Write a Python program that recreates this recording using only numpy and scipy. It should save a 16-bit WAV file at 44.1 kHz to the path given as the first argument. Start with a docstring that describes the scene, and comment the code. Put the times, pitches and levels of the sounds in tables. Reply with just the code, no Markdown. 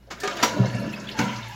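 """A toilet flushes from its open tank in a small tiled bathroom.
Water rushes down the outlet with a deep gulp, fizzing with tiny bubbles and stirring hollow tones.
The plastic button and its linkage squeak and clack as they are pressed and let go, and the valve drops
shut with a thud. Bubbles and drips ring in the tank while the water sloshes on, over a faint hum."""
import sys
import numpy as np
from scipy import signal
from scipy.fft import rfft, irfft
from scipy.io import wavfile
from scipy.ndimage import uniform_filter1d

SR = 44100
rng = np.random.default_rng(int(sys.argv[2]) if len(sys.argv) > 2 else 0)


def generate_wav(sig):
    """Save sig (samples, or channels by samples) to the path in sys.argv[1] as 16-bit PCM at SR."""
    pcm = np.round(np.clip(np.atleast_2d(sig).T, -1, 1) * 32767).astype(np.int16)
    wavfile.write(sys.argv[1], SR, pcm)


N = 68355
T = np.arange(N) / SR

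# Tone colours of the background, the full rush and the thinner trickle that follows it.
# Each row: frequency in Hz, relative level in dB.
BACKGROUND_COLOUR = [(25, 9), (60, 15), (130, 13), (300, 10), (800, -1), (3000, -12), (8000, -15),
                     (16000, -19)]
FULL_FLOW_COLOUR = [(150, -15), (350, 7), (650, -4), (1000, -5), (1500, -0.5), (2500, -8), (4000, -10.5),
                    (6500, -15), (8500, -23.5), (15000, -31)]
THIN_FLOW_COLOUR = [(150, -16), (380, -5), (650, -9), (920, -2.5), (1500, -4), (2500, -3), (4000, -8.5),
                    (6500, -11.5), (8500, -20.5), (15000, -26.5)]
# Plastic knocks. Each row: start in seconds, five levels in dB (one per band, low to high),
# rise in seconds, fade in seconds. A fade is always the time a sound takes to drop by 60 dB.
PLASTIC_KNOCKS = [(0.102, -50, -34, -30.5, -33.5, -52, 0.012, 0.17),
                  (.200, -69, -52, -65, -38.5, -46.5, 0.0028, 0.15),
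                  (.233, -47.5, -33.5, -31, -34.5, -56, 0.002, 0.2),
                  (.276, -28.5, -39, -33, -25.5, -52, 0.00042, 0.042),
                  (0.37, -62, -53, -50, -33, -48, .001, 0.036),
                  (0.426, -36.5, -22.5, -23, -20.5, -37.5, 0.0015, 0.23),
                  (0.432, -26, -55, -28, -33, -32.5, .002, 0.079),
                  (1.182, -22, -54, -49, -59, -63, .006, 0.27),
                  (1.189, -48, -42, -34, -48, -52, 0.005, 0.18),
                  (1.19, -29, -43, -21, -18.5, -39, 0.0018, 0.025)]
# A small catch in the button. Each row: start in seconds, level in dB, fade in seconds.
TICKS = [(.201, -39, 0.092), (.234, -38, .08)]
# Hits that make something ring. Each row: start in seconds, level in dB.
BUTTON_HITS = [(.233, -20.5), (.248, -22.5)]
LINK_HITS = [(.106, -38), (.276, -25)]
TANK_HITS = [(.429, -14)]
VALVE_HITS = [(1.192, -18.5)]
AIR_GULPS = [(.590, -8), (.669, -17.5), (.735, -20)]
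# The tones those hits set off. Each row: pitch in Hz, level in dB added to the hit's, fade in seconds.
BUTTON_TONES = [(407.5, -0.5, 0.14), (753, -3.5, 0.13), (1220, -6, .15), (1645, -8, 0.15), (1772, -10, .25)]
LINK_TONES = [(1228, 3.5, 0.13), (1430, -5, 0.13), (2205, -3.5, 0.13), (3690, -19, 0.18), (3810, -8, 0.078)]
TANK_TONES = [(226, -10.5, 0.19), (490, -15.5, 0.49), (969, 0.5, 0.17), (1055, 3, 0.038), (1191, -9, 0.16),
              (1341, -1.5, 0.1), (2056, -11, 0.17), (2225, -14, 0.13), (3505, -3, 0.069),
              (4640, -10.5, 0.15), (5700, -12, 0.21), (5700, -12.5, 0.16), (7580, -25, 0.22)]
VALVE_TONES = [(121.8, -5, 0.54), (191.5, -2, 0.26), (226.1, -6, 0.42), (293, -0.5, 0.125),
               (490.6, -11, 0.35), (578, -17, 0.8), (755, -13.5, 0.47), (885, -6, 0.16), (1360, -35, 0.25),
               (2056, -21, 1)]
AIR_POCKET_TONES = [(120.1, 1.5, 0.29), (189, -3, 0.2), (297, -16, 0.15), (397, -26, 0.46),
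                    (539, -27, 0.35), (714, -28.5, 0.48)]
# How loud each sound of moving water is over time. Each row: time in seconds, level in dB.
RUSH_LEVELS = [(0, -63.5), (.095, -59.5), (.17, -46.5), (.22, -37.5), (.30, -27), (.35, -34.5),
               (.42, -27.5), (.54, -33.5), (.66, -38), (.73, -38.5), (.85, -39), (1.0, -39), (1.16, -41),
               (1.2, -22), (1.28, -36.5), (1.40, -41.5), (1.55, -40.5)]
GURGLE_LEVELS = [(0, -65), (.095, -67), (.13, -44.5), (.19, -54), (.3, -47.5), (.5, -40.5), (.585, -31.5),
                 (.65, -31), (.72, -34.5), (.86, -29.5), (.96, -37.5), (1.06, -38.5), (1.17, -43.5),
                 (1.195, -30), (1.27, -29.5), (1.33, -38), (1.41, -39.5), (1.45, -55.5), (1.55, -50.5)]  # a low gurgle
GLUG_LEVELS = [(0, -77), (.3, -44.5), (.5, -39.5), (.57, -40), (.65, -30.5), (.71, -44), (.755, -35.5),
               (.79, -45), (.83, -35), (.865, -38.5), (.90, -48), (1.1, -48.5), (1.25, -40.5), (1.45, -62)]  # water glugging into the outlet
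HOLLOW_LEVELS = [(0, -76), (.4, -41.5), (.56, -36.5), (.72, -45), (1.15, -53), (1.26, -33.5), (1.41, -41.5),
                 (1.55, -68)]  # the tank ringing as it empties and refills
BOOM_LEVELS = [(1.2, -56.5), (1.28, -61), (1.33, -42.5), (1.47, -38.5), (1.55, -43.5)]  # a low boom that swells after the valve shuts
WHISTLE_LEVELS = [(0, -110), (.5, -50.5), (.66, -44), (.73, -52.5), (.77, -38), (.83, -49.5), (.91, -44),
                  (.97, -65), (1.1, -52)]  # a thin ring while the water drains
# Where those sounds ring. Each row: pitch in Hz, rough width in Hz, relative level in dB.
GURGLE_RINGS = [(123.4, 45, -4), (206.8, 30.4, 0.5), (285.5, 40, -9.5), (400, 79, -21.5)]
GLUG_RINGS = [(475, 83, -8), (562.6, 62, -2), (660, 55, -4)]
HOLLOW_RINGS = [(971, 68, 12), (1410, 140, 6)]
BOOM_RINGS = [(115, 2.4, 0)]
WHISTLE_RINGS = [(1720, 27, 5), (2734, 130, 3.5)]
# Splashes in the tank. Each row: start in seconds, level in dB, middle pitch in Hz, fade in seconds.
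TANK_SPLASHES = [(0.068, -57, 4500, 0.052), (.072, -48.5, 554, 0.24), (0.576, -29, 810, 0.066),
                 (0.632, -22.5, 930, 0.04), (0.655, -34, 4800, 0.07), (.747, -40.5, 6940, 0.064),
                 (0.796, -52, 10400, 0.15), (0.696, -30.5, 2620, 0.039), (.922, -40, 2400, 0.093),
                 (0.931, -38, 2820, 0.053), (.925, -53, 10600, 0.15), (0.996, -41.5, 5700, 0.08),
                 (1.072, -42, 3270, 0.059), (1.086, -26, 3020, 0.045), (1.085, -54.5, 11000, 0.21),
                 (1.112, -33.5, 4160, 0.1), (1.277, -34, 2440, 0.37), (1.357, -39.5, 4820, 0.19),
                 (1.424, -43, 4000, 0.19), (1.478, -51, 10400, 0.12)]
# Short sliding tones: a squeak as the button is pressed, then bubbles and drips. Each row: start in
# seconds, level in dB, starting pitch in Hz, fade in seconds, pitch slide in octaves per second.
SLIDING_TONES = [(0.212, -34.5, 1770, 0.26, 1.2), (.315, -38, 710, 0.32, -0.73),
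                 (.385, -33.5, 641, 0.48, -0.76), (0.531, -32, 1453, 0.2, 0.32),
                 (0.544, -25, 294, 0.24, -0.81), (.562, -26.5, 594, 0.22, 2.2), (.580, -28, 400, .15, 0.23),
                 (.655, -32, 2155, 0.054, -0.92), (.812, -34, 585, 0.079, -1.6),
                 (.875, -24.5, 323.3, 0.11, -0.41), (.936, -20, 2600, 0.03, -1.8),
                 (.958, -37.5, 5080, 0.041, -1.6), (1.071, -27.5, 3390, 0.038, 3.1),
                 (1.088, -21.5, 3050, 0.021, 6.1), (1.090, -25, 3525, 0.02, 2),
                 (1.146, -34, 885, 0.51, -1.8), (1.427, -34.5, 3660, 0.11, -0.61),
                 (1.447, -39.5, 909, 0.3, -1.7), (1.495, -36.5, 930, 0.21, 2.8),
                 (1.520, -37.5, 819, 0.2, 2.6)]


def from_db(db):
    """Turn decibels into a number to multiply a sound by."""
    return 10 ** (np.asarray(db) / 20)


def rms_one(x):
    """Scale a sound so that its average strength (rms) is 1."""
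    return x / np.sqrt(np.mean(x ** 2) + 1e-20)


def level(rows):
    """Join time and level points into a loudness curve."""
    return from_db(np.interp(T, *np.transpose(rows)))


def coloured(x, colour):
    """Give a sound a tone colour, at strength 1."""
    hz, db = np.transpose(colour)
    freqs = np.maximum(np.fft.rfftfreq(N, 1 / SR), 1)
    gains = from_db(np.interp(np.log(freqs), np.log(hz), db))
    return rms_one(irfft(rfft(x) * gains, N))


def band_noise(low_hz, high_hz):
    """Noise between two frequencies, at strength 1."""
    band = signal.butter(4, [low_hz, high_hz], "band", fs=SR, output="sos")
    return rms_one(signal.sosfilt(band, rng.standard_normal(N)))


def drift(per_s):
    """Wander around zero, reaching a new random value per_s times a second."""
    return np.interp(T * per_s, np.arange(1000), rng.standard_normal(1000))


def envelope(start, rise_s, fade_s):
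    """A loudness curve that rises quickly and then dies away."""
    age = np.maximum(T - start, 0)
    return np.minimum(age / rise_s, 1) * from_db(-60 * age / fade_s)


def struck(hits, tones, rise_s):
    """Every hit makes all the tones of an object ring."""
    return sum(from_db(db + tone_db) * envelope(start, rise_s, fade) * np.sin(2 * np.pi * hz * (T - start))
               for start, db in hits for hz, tone_db, fade in tones)


def resonate(x, hz, width_hz):
    """Make a sound ring at one pitch; a narrower width rings longer."""
    decay = np.exp(-np.pi * width_hz / SR)
    feedback = [1, -2 * decay * np.cos(2 * np.pi * hz / SR), decay * decay]
    return signal.lfilter([1, 0, -1], feedback, x + 1e-18)


def echoes(x, fade_s):
    """Sound bounces between hard walls and blurs into a fading tail."""
    tail = rng.standard_normal(N) * envelope(0.0019, 0.0045, fade_s)
    return signal.fftconvolve(x, tail / np.sqrt(np.sum(tail ** 2)))[:N]


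def background(hum_hz=58):
    """A faint, wavering hum and a soft, low noise."""
    hum = from_db(-55 - 2 * drift(per_s=11)) * np.sqrt(2) * np.sin(2 * np.pi * hum_hz * T)
    return hum + from_db(-58.5) * coloured(rng.standard_normal(N), BACKGROUND_COLOUR)


def knocks():
    """Each plastic knock scatters inside the tank as a dense, dying clatter."""
    edges_hz = [160, 300, 800, 2500, 7100, 16000]
    clatter = 0
    for band, (low, high) in enumerate(zip(edges_hz, edges_hz[1:])):
        loudness = sum(from_db(dbs[band]) * envelope(start, rise, fade)
                       for start, *dbs, rise, fade in PLASTIC_KNOCKS)
        clatter += loudness * band_noise(low, high)
    return clatter * from_db(0.65 * drift(per_s=600))


def button():
    """The button ticks, clacks its linkage and hits its stop, then springs back and jolts the tank."""
    tick_loudness = sum(from_db(db) * envelope(start, 0.0017, fade) for start, db, fade in TICKS)
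    catch = tick_loudness * band_noise(7100, 9400)
    linkage = struck(LINK_HITS, LINK_TONES, rise_s=0.0068)
    stop = struck(BUTTON_HITS, BUTTON_TONES, rise_s=0.0048)
    jolt = struck(TANK_HITS, TANK_TONES, rise_s=0.0066)
    return catch + linkage + stop + jolt


def valve():
    """The valve drops onto its seat with a thud."""
    return struck(VALVE_HITS, VALVE_TONES, rise_s=0.0033)


def gulps():
    """Air is gulped at the outlet, and the air pocket rings with deep tones."""
    return struck(AIR_GULPS, AIR_POCKET_TONES, rise_s=0.0078)


def churn(rings):
    """Swirling water stirs a set of ringing pitches, each held at a nearly even strength."""
    sound = 0
    for hz, width, db in rings:
        ring = rng.standard_normal(N)
        for _ in range(2):
            ring = resonate(ring, hz, 1.24 * width)
        strength = np.sqrt(uniform_filter1d(ring ** 2, size=2200) + 1e-9)
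        sound += from_db(db) * ring / strength
    return rms_one(sound)


def gurgling():
    """The hollow sounds of churning water each swell and fade in their own time."""
    return (level(GURGLE_LEVELS) * churn(GURGLE_RINGS)
            + level(GLUG_LEVELS) * churn(GLUG_RINGS)
            + level(HOLLOW_LEVELS) * churn(HOLLOW_RINGS)
            + level(BOOM_LEVELS) * churn(BOOM_RINGS)
            + level(WHISTLE_LEVELS) * churn(WHISTLE_RINGS))


def splashes(width_octaves=0.82, rise_s=0.0049):
    """Each splash is a soft burst of noise around its own pitch."""
    spread = 2 ** (width_octaves / 2)
    return sum(from_db(db) * envelope(start, rise_s, fade) * band_noise(hz / spread, hz * spread)
               for start, db, hz, fade in TANK_SPLASHES)


def squeak_and_bubbles(rise_s=0.0042):
    """The button's squeak, then each bubble or drip, sounds as one short, sliding, wobbling tone."""
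    sound = 0
    for start, db, hz, fade, slide in SLIDING_TONES:
        pitch = hz * 2 ** (slide * np.clip(T - start, 0, fade))
        phase = 2 * np.pi * np.cumsum(pitch * (T > start)) / SR
        wobble = 0.65 * drift(per_s=min(83, hz / 10))
        sound += from_db(db) * envelope(start, rise_s, fade) * np.sin(phase + wobble)
    return sound


def fizz(bubbles_per_s=970, width_share=0.03976):
    """A crowd of tiny bubbles rings at random pitches and echoes inside the tank."""
    pitches_hz = np.geomspace(600, 7500, 90)
    strengths = from_db(4 * np.minimum(rng.exponential(1, N), 4)) * rng.choice([-1, 1], N)
    pops = strengths * (rng.random(N) < bubbles_per_s / SR)
    pitch_choice = rng.integers(0, len(pitches_hz), N)
    crowd = sum(hz * resonate(pops * (pitch_choice == k), hz, width_share * hz)
                for k, hz in enumerate(pitches_hz))
    return crowd + from_db(5) * echoes(crowd, fade_s=0.066)


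def hiss(flicker_db=4.5):
    """Running water hisses, each band of the noise flickering on its own."""
    edges_hz = np.geomspace(150, 17000, 16)
    return sum(np.sqrt(high - low) * band_noise(low, high) * from_db(flicker_db * drift(per_s=60))
               for low, high in zip(edges_hz, edges_hz[1:]))


def spray(drops_per_s=8.3, fade_s=0.2):
    """Drops of spray make bright ticks at random moments."""
    drops = rng.random(N) < drops_per_s / SR
    decay = from_db(-60 / (fade_s * SR))
    loudness = signal.lfilter([1], [1, -decay], drops + 1e-18)
    return rms_one(loudness * band_noise(3100, 12200))


def rush():
    """Rushing water: fizz, hiss and spray follow the flow, which thins to a trickle near the end."""
    fizzing, hissing, spraying = fizz(), hiss(), spray()
    full, thin = [from_db(-5.5) * coloured(fizzing, colour) + from_db(-6.5) * coloured(hissing, colour)
                  for colour in (FULL_FLOW_COLOUR, THIN_FLOW_COLOUR)]
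    thinning = np.interp(T, [1, 1.53], [0, 1])
    flow = (1 - thinning) * full + thinning * thin
    return level(RUSH_LEVELS) * (flow + from_db(-28) * spraying)


def scene(low_cut_hz=114):
    """Mix the flush into one channel; the clatter, squeak and water echo off the tiles."""
    clatter = knocks()
    water_and_squeak = rush() + squeak_and_bubbles() + splashes()
    low_cut = signal.butter(4, low_cut_hz, "high", fs=SR, output="sos")
    thumps = signal.sosfilt(low_cut, button() + valve() + gulps())
    direct = clatter + water_and_squeak + thumps + gurgling() + background()
    bathroom = echoes(from_db(-18) * clatter + from_db(-7) * water_and_squeak, fade_s=0.6)
    return (direct + bathroom)[None]


def record(dry, dip_hz=8440, dip_width_hz=1640, dip_depth=0.63, cutoff_hz=16000):
    """The microphone softens one band of the treble, and the very top is cut steeply."""
    dip_band = signal.lfilter(*signal.iirpeak(dip_hz, dip_hz / dip_width_hz, fs=SR), dry)
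    top_cut = signal.ellip(10, 0.2, 80, cutoff_hz, fs=SR, output="sos")
    return signal.sosfilt(top_cut, dry - dip_depth * dip_band)


dry = scene()
out = record(dry)
generate_wav(out)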